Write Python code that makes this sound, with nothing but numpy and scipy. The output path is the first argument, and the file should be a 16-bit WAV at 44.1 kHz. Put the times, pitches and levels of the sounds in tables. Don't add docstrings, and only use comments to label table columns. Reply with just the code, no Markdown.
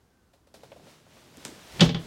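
import sys
import numpy as np
from scipy import signal
from scipy.fft import rfft, irfft
from scipy.io import wavfile

SR = 44100
rng = np.random.default_rng(int(sys.argv[2]) if len(sys.argv) > 2 else 0)


def materialize(psi):
    bounded = np.clip(np.atleast_2d(psi).T, -1, 1)
    quanta = np.round(bounded * 32767).astype(np.int16)
    wavfile.write(sys.argv[1], SR, quanta)


N = 90978


def undb(db):
    return 10 ** (np.asarray(db) / 20)


def since(start):
    return np.maximum(np.arange(N) / SR - start, 0)


def fade(t, t60):
    return undb(-60 * t / max(t60, 1e-3))


def swell(t, rise):
    return 1 - np.exp(-(t / rise) ** 2)


def burst(t, rise, hold, t60, tail_db, tail_t60):
    late = np.maximum(t - hold, 0)
    return swell(t, rise) * np.hypot(fade(late, t60), undb(tail_db) * fade(late, tail_t60))


def curve(points):
    return undb(np.interp(since(0), *np.array(points).T))


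def noise(colour, grain=0):
    hz, db = np.array(colour).T
    freqs = np.maximum(np.fft.rfftfreq(N, 1 / SR), 1)
    source = rng.standard_normal(N) * undb(grain * rng.exponential(size=N))
    eq = undb(np.interp(np.log(freqs), np.log(hz), db))
    coloured = irfft(rfft(source) * eq, N)
    return coloured / coloured.std()


def ring(modes, t):
    return sum(undb(db) * fade(t, t60) * np.sin(2 * np.pi * hz * t) for hz, db, t60 in modes)


def dull(x, hz):
    return signal.sosfilt(signal.butter(2, min(hz, .45 * SR), fs=SR, output="sos"), x)


def thin(x, hz):
    return signal.sosfilt(signal.butter(3, hz, "high", fs=SR, output="sos"), x)


# f/Hz, level/dB
CABIN = [(25, -13), (60, 5.5), (150, -1.5), (330, -4.5), (700, -11), (1500, -15.5), (2300, -23.5),
         (6000, -25), (15500, -32)]
def cabin_air():
    return undb(-65.5) * noise(CABIN)


# f/Hz, level/dB
WAVER = [(30, -3), (1000, -82)]
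def squeak(length_s=0.26, start_hz=1600, sag_hz_per_s=470, waver_hz=15):
    t = since(0.06)
    hz = start_hz - sag_hz_per_s * t + waver_hz * noise(WAVER)
    progress = np.minimum(t / length_s, 1)
    arch = np.sqrt(np.abs(np.sin(np.pi * progress)))
    return undb(-76.5) * arch * np.sin(2 * np.pi * np.cumsum(hz) / SR)


# t/s, level/dB
RUSTLE_RIDE = [(0, -77), (.5, -83), (.6, -63), (.81, -62.5), (.9, -55), (1.04, -65), (1.16, -57.5),
               (1.33, -58.5), (1.43, -51.5), (1.66, -52), (1.79, -45.5), (1.85, -37.5), (1.92, -69),
               (1.985, -61), (1.997, -51.5), (2.06, -50.5)]
RUMBLE_RIDE = [(0, -75), (.47, -81), (.57, -58.5), (.75, -60.5), (.85, -54.5), (.95, -62), (1.3, -60),
               (1.5, -53), (1.7, -60), (1.79, -44), (2.06, -44.5)]
# f/Hz, level/dB
RUSTLE = [(200, -6), (600, 4.5), (1100, 0), (2200, -1), (3800, -2), (6000, -5.5), (9000, -10.5),
          (15000, -18)]
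RUMBLE = [(25, -13), (50, -15), (90, -1.5), (150, 2.5), (280, -1.5), (450, -4.5), (1000, -21.5),
          (3000, -57)]
def handling():
    rustle = curve(RUSTLE_RIDE) * noise(RUSTLE, grain=1.8)
    rumble = curve(RUMBLE_RIDE) * noise(RUMBLE)
    return rustle + rumble


# t/s, knock level/dB, tick level/dB, pitch f/Hz, knock low-pass f/Hz
TAPS = [(0.334, -58, -61.5, 685, 3000), (0.4697, -58.5, -63, 558, 3000), (.5405, -48, -48.5, 623, 3500),
        (0.6326, -45, -53.5, 545, 2210), (.7165, -43, -62, 619, 4000), (.7610, -47.5, -60, 571, 1200),
        (.795, -52.5, -67, 602, 1200), (.867, -51, -73, 623, 2500), (1.065, -55.5, -83, 614, 1200),
        (1.165, -50.5, -91, 590, 2500)]
# f/Hz, level/dB
THUD = [(100, -6), (380, -22), (560, 3.5), (700, -2.5), (1000, -7.5), (2000, -13), (3300, -12.5),
        (7000, -48)]
TICK = [(150, 6.5), (700, 4), (2000, -12), (4000, -2), (6500, -8.5), (9000, -10.5), (15000, -18)]
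# multiple of the tap's pitch, level/dB, t60/s
PANEL_MODES = [(0.891, 3, 0.045), (1, 6, 0.042), (1.16, 0, 0.038)]
def fingers(low_cut_hz=302):
    out = 0
    for start, knock_db, tick_db, pitch_hz, dull_hz in TAPS:
        t = since(start)
        contact = burst(t, rise=0.0016, hold=0.0036, t60=0.067, tail_db=-11, tail_t60=0.12)
        thud = undb(-2.5) * noise(THUD) * contact
        modes = [(pitch_hz * ratio, db, t60) for ratio, db, t60 in PANEL_MODES]
        panel = ring(modes, t) * swell(t, rise=0.0023)
        knock = dull(thin(thud + panel, low_cut_hz), dull_hz)
        tick = thin(noise(TICK), low_cut_hz) * swell(t, rise=0.00024) * fade(t, t60=0.21)
        out = out + undb(knock_db) * knock + undb(tick_db) * tick
    return out


# t/s, snap level/dB, spike level/dB, knock level/dB
CLICKS = [(1.371, -49, -36.5, -38), (1.4509, -23, -39, -37), (1.4803, -39, -58, -35.5),
          (1.514, -56, -69, -38.5)]
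# f/Hz, level/dB
SNAP_TAIL = [(900, 1.5), (2200, -4), (7500, -0.5), (10000, -10), (15000, -21)]
# f/Hz, level/dB, t60/s
HINGE_MODES = [(187, 1, 0.051), (245, 6, 0.046), (331, -0.5, 0.072), (410, 8, 0.024)]
def hinge(top_hz=10380, low_hz=900, sweep_s=0.000813):
    out = 0
    for start, snap_db, spike_db, knock_db in CLICKS:
        t = since(start)
        cycles = low_hz * t + (top_hz - low_hz) * sweep_s * (1 - np.exp(-t / sweep_s))
        snap = np.sin(2 * np.pi * cycles) * fade(t, t60=0.011)
        tail = undb(-17) * noise(SNAP_TAIL) * swell(t, rise=0.0023) * fade(t, t60=0.21)
        hiss = dull(thin(rng.standard_normal(N), hz=3850), hz=11900)
        spike = hiss * swell(t, rise=0.0002) * fade(t, t60=0.005)
        knock = ring(HINGE_MODES, t) * swell(t, rise=0.003)
        out = out + undb(snap_db) * (snap + tail) + undb(spike_db) * spike + undb(knock_db) * knock
    return thin(out, hz=191)


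# f/Hz, level/dB, t60/s
LOCKER_MODE = [(62.4, -13.5, 0.066)]
# f/Hz, level/dB
LOCKER_AIR = [(25, -16), (46, 6), (85, -4), (180, -48)]
def locker(puff_s=1.75, puff_width_s=0.024, seal_s=1.822):
    t = since(seal_s)
    rumble = undb(-34) * noise(LOCKER_AIR) * fade(t, t60=0.69)
    trapped = (ring(LOCKER_MODE, t) + rumble) * swell(t, rise=0.0069)
    squeeze = np.exp(-((since(0) - puff_s) / puff_width_s) ** 2 / 2)
    puff = undb(-48) * noise(LOCKER_AIR) * squeeze
    return puff + trapped


# t/s, clack level/dB, boom level/dB, clack high-pass f/Hz, clack low-pass f/Hz
HITS = [(1.7933, -18.5, -25, 1220, 2950), (1.8055, -14.5, -43, 2320, 10000), (1.8079, -11, -14, 1760, 9600),
        (1.8134, -15, -9, 257, 1730), (1.831, -17.5, -29, 396, 1000), (1.8900, -24.5, -24, 1880, 4560),
        (1.9445, -26.5, -26, 510, 4300)]
# f/Hz, level/dB, t60/s
EDGE_MODES = [(1780, -8, 0.1), (1987, -13, 0.17), (2278, -5, 0.13), (3026, -2.5, 0.14), (3285, -1, 0.12),
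              (3448, -4, 0.19), (4686, 0.5, 0.056)]
BODY_MODES = [(129.8, -8.5, 0.34), (166.47, -6, 0.41), (176.2, 0.5, 0.13), (248, -9, 0.27),
              (361.2, -13, 0.23), (443.8, -7, 0.16), (478, -22, 0.57), (574.4, -10.5, 0.12),
              (667, -15, 0.08), (803, -9.5, 0.1), (1076, -22.5, 0.13), (1255, -25, 0.11)]
# f/Hz, level/dB
CLACK = [(150, 10), (600, -1.5), (1200, -0.5), (2300, -7), (3300, 3), (4000, -2.5), (5000, -6),
         (6800, -12.5), (9000, -23.5), (15000, -36)]
CABIN_BOOM = [(48, -18), (100, -4), (170, -5), (300, -7.5), (600, -19.5), (1200, -36), (4000, -69)]
def lid_landing(rise_cycles=7.4, seated_s=2.008):
    damping = fade(since(seated_s), t60=0.12)
    out = 0
    for start, clack_db, boom_db, thin_hz, dull_hz in HITS:
        t = since(start)
        rise = rise_cycles / dull_hz
        contact = burst(t, rise, hold=0.0034, t60=0.02, tail_db=-6.5, tail_t60=0.22)
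        crack = noise(CLACK, grain=0.94) * contact
        edge = undb(-9.5) * ring(EDGE_MODES, t) * swell(t, rise)
        clack = dull(thin(crack + edge, thin_hz), dull_hz)
        room = undb(-14) * noise(CABIN_BOOM) * fade(t, t60=0.27)
        body = ring(BODY_MODES, t)
        boom = thin((body + room) * swell(t, rise=0.0033), hz=99)
        out = out + undb(clack_db) * clack + undb(boom_db) * boom * damping
    return out


def scene():
    return (lid_landing() + locker() + fingers() + hinge() + handling() + squeak() + cabin_air())[None]


def record(dry, low_cut_hz=32, high_cut_hz=15900):
    high_cut = signal.ellip(10, .2, 70, high_cut_hz, fs=SR, output="sos")
    return signal.sosfilt(high_cut, thin(dry, low_cut_hz))


dry = scene()
out = record(dry)
materialize(out)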